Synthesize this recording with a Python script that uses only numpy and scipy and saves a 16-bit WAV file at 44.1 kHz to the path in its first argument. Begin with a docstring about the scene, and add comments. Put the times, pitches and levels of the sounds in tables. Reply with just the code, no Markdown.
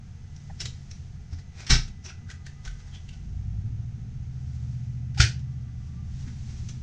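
"""Inside a parked camper, in a small panelled room, the door of a built-in refrigerator is swung shut.
The freezer door above it is unlatched, pulled off its gasket and pushed shut again. Each closing is noise
blows, ringing modes and a low thump; clicks and rubs are shaped noise with a resonance. Outside, an engine
of summed orders speeds up under a noise rumble; sleeves rustle near the microphone over a faint whine."""
import sys
import numpy as np
from scipy import signal
from scipy.fft import rfft, irfft, next_fast_len
from scipy.io import wavfile
from scipy.ndimage import uniform_filter1d, minimum_filter1d, map_coordinates

SR = 44100
rng = np.random.default_rng(int(sys.argv[2]) if len(sys.argv) > 2 else 0)


def master(y):
    """Save y as 16-bit WAV."""
    cut = np.clip(np.atleast_2d(y).T, -1, 1)
    pcm = np.round(cut * 32767)  # scale
    wavfile.write(sys.argv[1], SR, pcm.astype(np.int16))


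N = 300850

# rumble from outdoors: (frequency [Hz], density [dB per Hz])
RUMBLE_SPECTRUM = [(20, -1.5), (42, -0.5), (60, 1), (90, 2.5), (140, -3), (175, -6), (230, -13), (300, -26),
                   (400, -30), (550, -75.5), (900, -109.5)]
# swells of the rumble: (time of peak [s], level [dB], half-width [s])
RUMBLE_SURGES = [(.6, -50.5, 0.15), (2.0, -50, 0.48), (3.65, -45, 0.54), (6.4, -43.5, 0.45)]
RUMBLE_DB = -44  # level between the swells, before it wavers
# hiss of the room: (frequency [Hz], density [dB per Hz])
HISS_SPECTRUM = [(200, -5), (470, 11), (560, -2), (720, 11), (1000, 1), (1100, -4), (1250, 4), (1600, 3.5),
                 (2400, 1), (4200, -4.5), (6300, -1), (7500, -11.5), (9500, -23.5), (15000, -38)]
# faint electric whine that comes and goes: (start [s], end [s], level [dB])
WHINE_SPANS = [(.1, 0.96, -70), (1.12, 3.302, -66), (3.698, 6.994, -74)]
WHINE_HZ = 2001
# thin hums: (frequency [Hz], level [dB], width of the phase wander [Hz])
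HUM_TONES = [(84.9, -46, 2.162), (136.7, -46.5, 3), (6320, -76, 36)]
# thin airy tones: (start [s], end [s], frequency [Hz], level [dB])
AIRY_TONES = [(1.9, 3.0, 1232, -73), (5.35, 6.35, 1176, -73)]

# loudness of the engine outside, before its offset and fade-in: (time [s], level [dB])
ENGINE_LEVEL = [(3.2, -37.5), (3.57, -31.5), (3.96, -36), (5.1, -31.5), (5.68, -36), (6.31, -37.5),
                (6.82, -37.5)]
# engine orders, before the cabin: (multiple of the cycle rate, level [dB])
ENGINE_ORDERS = [(3, -22), (4, -20), (5, -5), (6, -16), (7, -18.5), (8, -4.5), (9, -7), (10, -27.5),
                 (11, -16), (12, -18.5), (14, -22), (15, -25.5), (17, -27.5)]
# how the cabin passes a tone from outside: (frequency [Hz], gain [dB])
CABIN_RESPONSE = [(35, -8), (57, 4), (70, -3), (76, 0), (90, -0.5), (120, 1.5), (150, -1.5), (260, -1)]
# the engine speeds up once, along an S-curve: cycles per second before and after, middle, time constant
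IDLE_HZ, RUNNING_HZ, REV_S, REV_TAU_S = 8.2, 15.05, 3.46, .29
ENGINE_DB, ENGINE_IN_S, ENGINE_IN_DB_PER_S = -0.5, 3.26, 45.5  # offset; end and slope of its fade-in

# arm movements that rustle a sleeve: (time of peak [s], level [dB], half-width [s])
ARM_REACHES = [(.72, -63.5, 0.52), (2.9, -66, 0.54), (4.65, -64.5, 0.3), (5.87, -66, .08),
               (6.22, -61.5, 0.15), (6.57, -57.5, 0.27)]
SLEEVE_REST_DB = -73  # rustle between the movements
# rustling sleeve: (frequency [Hz], density [dB per Hz])
CLOTH_SPECTRUM = [(300, -2.5), (1500, 3.5), (4000, 4.5), (6000, 9), (7200, 3.5), (8500, -8), (10000, -22.5),
                  (15000, -38.5)]
# soft bumps of a door being handled: (time [s], level [dB], frequency [Hz], decay by 60 dB [s])
DOOR_BUMPS = [(0.637, -29, 124, 0.28), (1.325, -22.5, 84, 0.24), (1.331, -49, 281, 0.22),
              (2.061, -51.5, 374, 0.22), (2.299, -40, 90.6, 0.69), (2.665, -28.5, 41.5, 0.68),
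              (5.173, -33.5, 803, 0.064), (6.269, -36, 237, 0.19)]
SQUEAK_S, SQUEAK_WIDTH_S, SQUEAK_DB = .505, 0.0076, -43.5  # one tiny squeak
SQUEAK_HZ, SQUEAK_RISE_HZ, SQUEAK_JITTER_HZ = 600, 227, 110.4  # its pitch rises with the pressure

# gasket and hand rubbing on the doors:
# (time of peak [s], level [dB], swell [s], resonance [Hz], resonance gain [dB])
DOOR_RUBS = [(1.332, -52.5, .012, 5300, 7), (1.391, -54, 0.011, 5100, 2), (1.606, -45.5, .03, 2360, 6.5),
             (2.06, -40.5, 0.01, 5800, 14), (2.092, -45.5, 0.013, 2600, 14),
             (2.294, -50.5, 0.0097, 1580, 15), (2.66, -44.5, 0.01, 5400, -2), (2.802, -57.5, .016, 5000, 0),
             (2.882, -58.5, 0.021, 5470, 0), (2.95, -48.5, 0.015, 3240, 15),
             (3.136, -55.5, .012, 2940, 12.5), (6.281, -52, 0.012, 2000, 11.5),
             (6.502, -55.5, .014, 5000, 1)]
# rubbed gasket: (frequency [Hz], density [dB per Hz])
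RUBBER_SPECTRUM = [(150, -18), (380, -3), (550, -8.5), (780, -1.5), (1100, -7.5), (1450, -1.5),
                   (3000, -7.5), (5800, -2.5), (7000, -9), (8500, -21), (9500, -34.5), (15000, -48.5)]
RUB_FADE = 1.45  # fade time over swell time

# light clicks of handle, latch and hinges:
# (time [s], level [dB], decay by 60 dB [s], resonance [Hz], resonance gain [dB])
PLASTIC_CLICKS = [(.363, -44.5, 0.019, 5700, 14), (.603, -26, 0.046, 5330, 13),
                  (.612, -32.5, 0.06, 1950, -2), (.655, -28, 0.045, 3950, 7),
                  (.912, -36.5, 0.027, 5840, 13), (1.878, -45, .04, 5500, -5),
                  (2.041, -47.5, 0.049, 5800, 7), (2.059, -41.5, 0.046, 2580, 25),
                  (2.101, -40.5, 0.037, 1450, 25), (2.300, -36.5, 0.044, 1920, 17),
                  (2.312, -33.5, 0.031, 1490, 21.5), (2.4646, -37.5, 0.028, 1740, 17),
                  (2.4655, -34.5, 0.016, 4230, 9), (2.6506, -40, 0.034, 5900, 13),
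                  (2.676, -35.5, 0.028, 1490, 17.5), (2.711, -47, .025, 5000, -11),
                  (3.089, -39, 0.03, 2980, 15), (5.392, -53.5, 0.048, 5500, 6),
                  (6.687, -40, 0.079, 6000, 8.5)]
# clicked plastic: (frequency [Hz], density [dB per Hz])
PLASTIC_SPECTRUM = [(150, -18.5), (380, 0), (550, -8), (780, -8), (1100, -10.5), (1600, -1), (3500, 0),
                    (5800, 0), (7000, -1.5), (8500, -14), (9500, -26), (15000, -43)]
CLICK_ATTACK_S, CLICK_WET_DB = 0.0018, -5.5  # rise of the snap; the room's share
SLIDE_DB, SLIDE_S = -16.5, 0.0071  # a part slides briefly before it snaps home

# reverberation of the small room: (frequency [Hz], decay by 60 dB [s])
ROOM_DECAY = [(100, 0.47), (400, 0.26), (1000, 0.26), (2000, 0.24), (5500, 0.25), (10000, 0.21)]

# clatter of each door's frame and shelves: (frequency [Hz], density [dB per Hz])
FRIDGE_CLATTER_SPECTRUM = [(100, -14), (250, 5.5), (400, -3.5), (500, -28), (800, -2), (1100, -10),
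                           (1300, 3), (3000, 4.5), (5000, 6), (5650, 11), (6500, 0), (8300, -9),
                           (9300, -24), (15000, -46)]
FREEZER_CLATTER_SPECTRUM = [(100, -24), (250, -12), (420, -4), (550, -22), (770, -10), (1130, -25.5),
                            (1350, -1.5), (2200, 0), (3800, -3.5), (5400, 1), (6600, -6.5), (8300, -15.5),
                            (9300, -30.5), (15000, -50.5)]
# ringing of the shelves and latch: (frequency [Hz], level [dB], decay by 60 dB [s])
FRIDGE_RING_MODES = [(758, -56, 0.084), (1447, -60, 0.11), (1550, -30, 0.23), (2280, -25.5, 0.252),
                     (2320, -49.5, 0.32), (3890, -23, 0.21), (3910, -33.5, 0.14), (4640, -32.5, 0.12),
                     (4770, -35, 0.17), (5340, -26.5, 0.257), (5450, -33, .25), (5540, -23, 0.22),
                     (5790, -22.5, 0.13)]
FREEZER_RING_MODES = [(735, -32.5, 0.063), (1330, -52, 0.15), (1425, -13.5, 0.053), (1463, -26, 0.12),
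                      (1546, -26.5, 0.16), (1970, -37, 0.18), (2610, -37, 0.32), (2790, -49, 0.46),
                      (2920, -33, 0.28), (3590, -21, 0.063), (4940, -47, 0.15), (5340, -27, 0.1),
                      (5430, -22.5, 0.17)]
# thump of the door slab and the air shut in behind it: (frequency [Hz], level [dB], decay by 60 dB [s])
FRIDGE_THUMP_MODES = [(30.2, -8, 0.38), (61.4, -9.5, 0.27), (119.4, -14.5, 0.3), (148.6, -15, 0.29),
                      (223.5, -23, 0.193), (255.5, -33, 0.25), (395.5, -32.5, 0.25)]
FREEZER_THUMP_MODES = [(69.5, -4, 0.14), (91.3, -1, 0.1), (114.1, -5.5, 0.19), (234, -39, 0.19),
                       (329, -41, .2), (410, -41, 0.23)]
# stages of a closing (latch touches, latch starts up its catch, door lands): (time [s], level [dB])
FRIDGE_STAGES = [(1.665, -36.5), (1.692, -30), (1.7035, -15.5)]
FREEZER_STAGES = [(5.1445, -51.5), (5.1735, -37), (5.2015, -12)]
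LATCH_T60_S, RIDE_GROWS_DB = .11, 4.5  # the latch rides up in three jerks, each louder than the last
LANDING_T60_S, REBOUND_S = 0.056, 0.012  # the landed door chatters against its catch

TOP_HZ = 15500  # nothing is kept from here up


def amp(db):
    """Decibels to gain."""
    return 10 ** (np.asarray(db) / 20)


def unit(x):
    """Scale to rms 1."""
    return x / np.sqrt(np.mean(x ** 2) + 1e-20)


def along(points, hz):
    """Read (frequency [Hz], value) points on a log frequency axis."""
    point_hz, values = np.transpose(points)
    return np.interp(np.log(hz + 1), np.log(point_hz), values)


def seconds(size):
    """Time axis of so many samples."""
    return np.arange(size) / SR


def wobble(rate):
    """A smooth random curve through rate knots a second."""
    knots = rng.standard_normal(4096)
    steps = np.arange(0, N / SR * rate + 1, 1 / 8)
    curve = map_coordinates(knots, [steps], mode="wrap")
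    return np.interp(seconds(N) * rate, steps, curve)


def swells(rows):
    """Gain over time: one bell for each (time of peak [s], level [dB], half-width [s])."""
    t = seconds(N)
    return sum(amp(db) * np.exp(-((t - s) / width) ** 2) for s, db, width in rows)


def arch(start, end):
    """A gain that rises quickly after start, rounds over near 1 and is gone by end."""
    progress = np.clip((seconds(N) - start) / (end - start), 0, 1)
    return np.sqrt(np.abs(np.sin(np.pi * progress)))


def noise(spectrum, size, ring_hz=1000, ring_db=0):
    """Noise of rms 1 with a spectrum and one resonance on top."""
    m = next_fast_len(size)
    hz = np.fft.rfftfreq(m, 1 / SR)
    resonance_db = ring_db / (1 + ((hz / ring_hz - 1) / .11) ** 2)
    shaped = rfft(rng.standard_normal(m)) * amp(along(spectrum, hz) + resonance_db)
    return unit(irfft(shaped, m)[:size])


def decay(t, t60, attack):
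    """Envelope of something struck: a short rise, then a fall of 60 dB in t60 seconds."""
    return amp(-60 * t / t60) * (1 - np.exp(-t / attack))


def ring(modes, attack):
    """Damped sines, all set off by one blow."""
    t = seconds(SR)
    return sum(amp(db) * decay(t, t60, attack) * np.sin(2 * np.pi * hz * t) for hz, db, t60 in modes)


def add(track, s, x):
    """Mix x into the track from time s on."""
    start = max(round(s * SR), 0)
    track[start:start + len(x)] += x[:max(len(track) - start, 0)]


def room(x, wet_db):
    """Close walls answer within milliseconds; each use draws its own dense tail."""
    hz, t, bands = signal.stft(rng.standard_normal(SR // 2), SR, nperseg=256)
    fading = bands * amp(-60 * t / along(ROOM_DECAY, hz)[:, None])
    tail = signal.istft(fading, SR, nperseg=256)[1]
    tail *= 1 - np.exp(-seconds(len(tail)) / 0.0038)
    response = amp(wet_db) * tail / np.linalg.norm(tail)
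    response[0] += 1  # the direct sound
    return signal.fftconvolve(x, response)


def background():
    """Outdoor rumble and room hiss are shaped noise; whine, hums and airy tones are wavering sines."""
    t = seconds(N)
    rumble_gain = (amp(RUMBLE_DB) + swells(RUMBLE_SURGES)) * amp(1.75 * wobble(5.73))
    out = rumble_gain * noise(RUMBLE_SPECTRUM, N)
    out += amp(-64) * noise(HISS_SPECTRUM, N)
    whine_gain = sum(amp(db) * arch(start, end) for start, end, db in WHINE_SPANS)
    out += whine_gain * np.sin(2 * np.pi * WHINE_HZ * t + .3 * wobble(7.3))
    for hz, db, width_hz in HUM_TONES:
        out += amp(db + 0.87 * wobble(2)) * np.sin(2 * np.pi * hz * t + wobble(2 * width_hz))
    for start, end, hz, db in AIRY_TONES:
        phase = 2 * np.pi * hz * t
        airy = wobble(45) * np.sin(phase) + wobble(45) * np.cos(phase)  # a narrow band of noise
        out += amp(db) * arch(start, end) * airy
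    return out


def engine():
    """Low engine orders come through the walls and swell as they cross the cabin's resonances."""
    t = seconds(N)
    cycle_hz = IDLE_HZ + (RUNNING_HZ - IDLE_HZ) / (1 + np.exp((REV_S - t) / REV_TAU_S))
    phase = 2 * np.pi * np.cumsum(cycle_hz) / SR
    level_s, level_db = np.transpose(ENGINE_LEVEL)
    fade_in_db = -ENGINE_IN_DB_PER_S * np.maximum(ENGINE_IN_S - t, 0)
    loudness_db = ENGINE_DB + np.interp(t, level_s, level_db) + fade_in_db
    out = np.zeros(N)
    for order, order_db in ENGINE_ORDERS:
        waver_db = 1.4 * wobble(4)
        cabin_db = along(CABIN_RESPONSE, order * cycle_hz)
        tone = np.sin(order * phase + 0.15 * wobble(6) + rng.uniform(0, 2 * np.pi))
        out += amp(order_db + waver_db + cabin_db) * tone
    return np.sqrt(2) * amp(loudness_db) * out


def sleeves():
    """Cloth rustles near the microphone: flickering noise that swells with each arm movement."""
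    rustle = np.hypot(amp(SLEEVE_REST_DB), swells(ARM_REACHES))
    return rustle * amp(1.1 * wobble(27)) * noise(CLOTH_SPECTRUM, N)


def squeak():
    """One tiny squeak: two partials whose pitch rises and falls with the pressure."""
    pressure = np.exp(-((seconds(N) - SQUEAK_S) / SQUEAK_WIDTH_S) ** 2)
    pitch_hz = SQUEAK_HZ + SQUEAK_RISE_HZ * pressure + SQUEAK_JITTER_HZ * wobble(500)
    phase = 2 * np.pi * np.cumsum(pitch_hz) / SR
    return amp(SQUEAK_DB) * pressure * (np.sin(phase) + amp(-9.5) * np.sin(2.3 * phase))


def bumps():
    """Dull bumps of the handled doors, each a single damped mode."""
    out = np.zeros(N)
    for s, db, hz, t60 in DOOR_BUMPS:
        add(out, s, ring([(hz, db, t60)], attack=0.0025))
    return out


def rubs():
    """Rubber and skin slip in many tiny jerks that swell and fade."""
    out, t = np.zeros(N), seconds(SR // 2) - 1 / 4
    jerks = unit(amp(1.4 * wobble(600)))
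    for s, db, swell, ring_hz, ring_db in DOOR_RUBS:
        stroke = np.exp(-np.abs(t) / np.where(t < 0, swell, RUB_FADE * swell))
        add(out, s + t[0], amp(db) * stroke * noise(RUBBER_SPECTRUM, len(t), ring_hz, ring_db))
    return room(out * jerks, wet_db=-6.5)[:N]


def clicks():
    """Small plastic contacts: a short slide, then a snap with a resonance of the part that is touched."""
    out, t = np.zeros(N), seconds(SR // 4) - 1 / 8
    slide = amp(SLIDE_DB) * np.exp(-np.abs(t) / SLIDE_S)
    for s, db, t60, ring_hz, ring_db in PLASTIC_CLICKS:
        shape = slide + decay(np.maximum(t, 0), t60, CLICK_ATTACK_S)
        click = amp(db) * shape * noise(PLASTIC_SPECTRUM, len(t), ring_hz, ring_db)
        add(out, s + t[0], room(click, CLICK_WET_DB))
    return out


def contacts(stages, loss_db):
    """Blows of one closing as (time [s], level [dB], decay [s]): touch, latch jerks, landing, rebounds."""
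    (touch, touch_db), (ride, ride_db), (landing, landing_db) = stages
    blows = [(touch, touch_db, LATCH_T60_S)]
    for k, s in enumerate(np.linspace(ride, landing, 3, endpoint=False)):
        blows.append((s, ride_db + RIDE_GROWS_DB * k, LATCH_T60_S))
    for k in range(5):  # the landing and four fading rebounds
        blows.append((landing + REBOUND_S * k, landing_db - loss_db * k, LANDING_T60_S))
    return blows


def closing(stages, clatter, shelves, thump, loss_db, lead, thump_attack, wet_db):
    """The latch rides up its catch, the door lands with a thump, and its fittings rattle on."""
    blows, t = np.zeros(N), seconds(SR // 8)
    for s, db, t60 in contacts(stages, loss_db):
        add(blows, s, amp(db) * decay(t, t60, 0.0016) * noise(clatter, len(t)))
    # loose parts touch many times within each blow
    chatter = unit(amp(2.0 * wobble(700)))
    out = room(blows * chatter, wet_db)[:N]
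    landing = stages[-1][0]
    add(out, landing + .001, ring(shelves, attack=0.00068))
    # the soft gasket meets the cabinet just before the hard parts do
    add(out, landing - lead, ring(thump, thump_attack))
    return out


def scene():
    """The camper around the doors, the small noises of handling them, and both doors shutting."""
    surroundings = background() + engine()
    handling = sleeves() + squeak() + bumps() + rubs() + clicks()
    fridge = closing(FRIDGE_STAGES, FRIDGE_CLATTER_SPECTRUM, FRIDGE_RING_MODES, FRIDGE_THUMP_MODES,
                     loss_db=4.0, lead=.005, thump_attack=0.016, wet_db=0.5)
    freezer = closing(FREEZER_STAGES, FREEZER_CLATTER_SPECTRUM, FREEZER_RING_MODES, FREEZER_THUMP_MODES,
                      loss_db=8.0, lead=.0035, thump_attack=0.011, wet_db=-1.0)
    return (surroundings + handling + fridge + freezer)[None]


def record(dry):
    """A limiter behind the microphone holds down the highest peaks; a steep cut ends the treble."""
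    needed = 0.76 / np.maximum(np.abs(dry), 0.76)
    gain = uniform_filter1d(minimum_filter1d(needed, size=200), size=200)
    m = next_fast_len(N + SR // 4)
    kept = np.fft.rfftfreq(m, 1 / SR) < TOP_HZ
    return irfft(rfft(dry * gain, m) * kept, m)[:, :N]


dry = scene()
out = record(dry)
master(out)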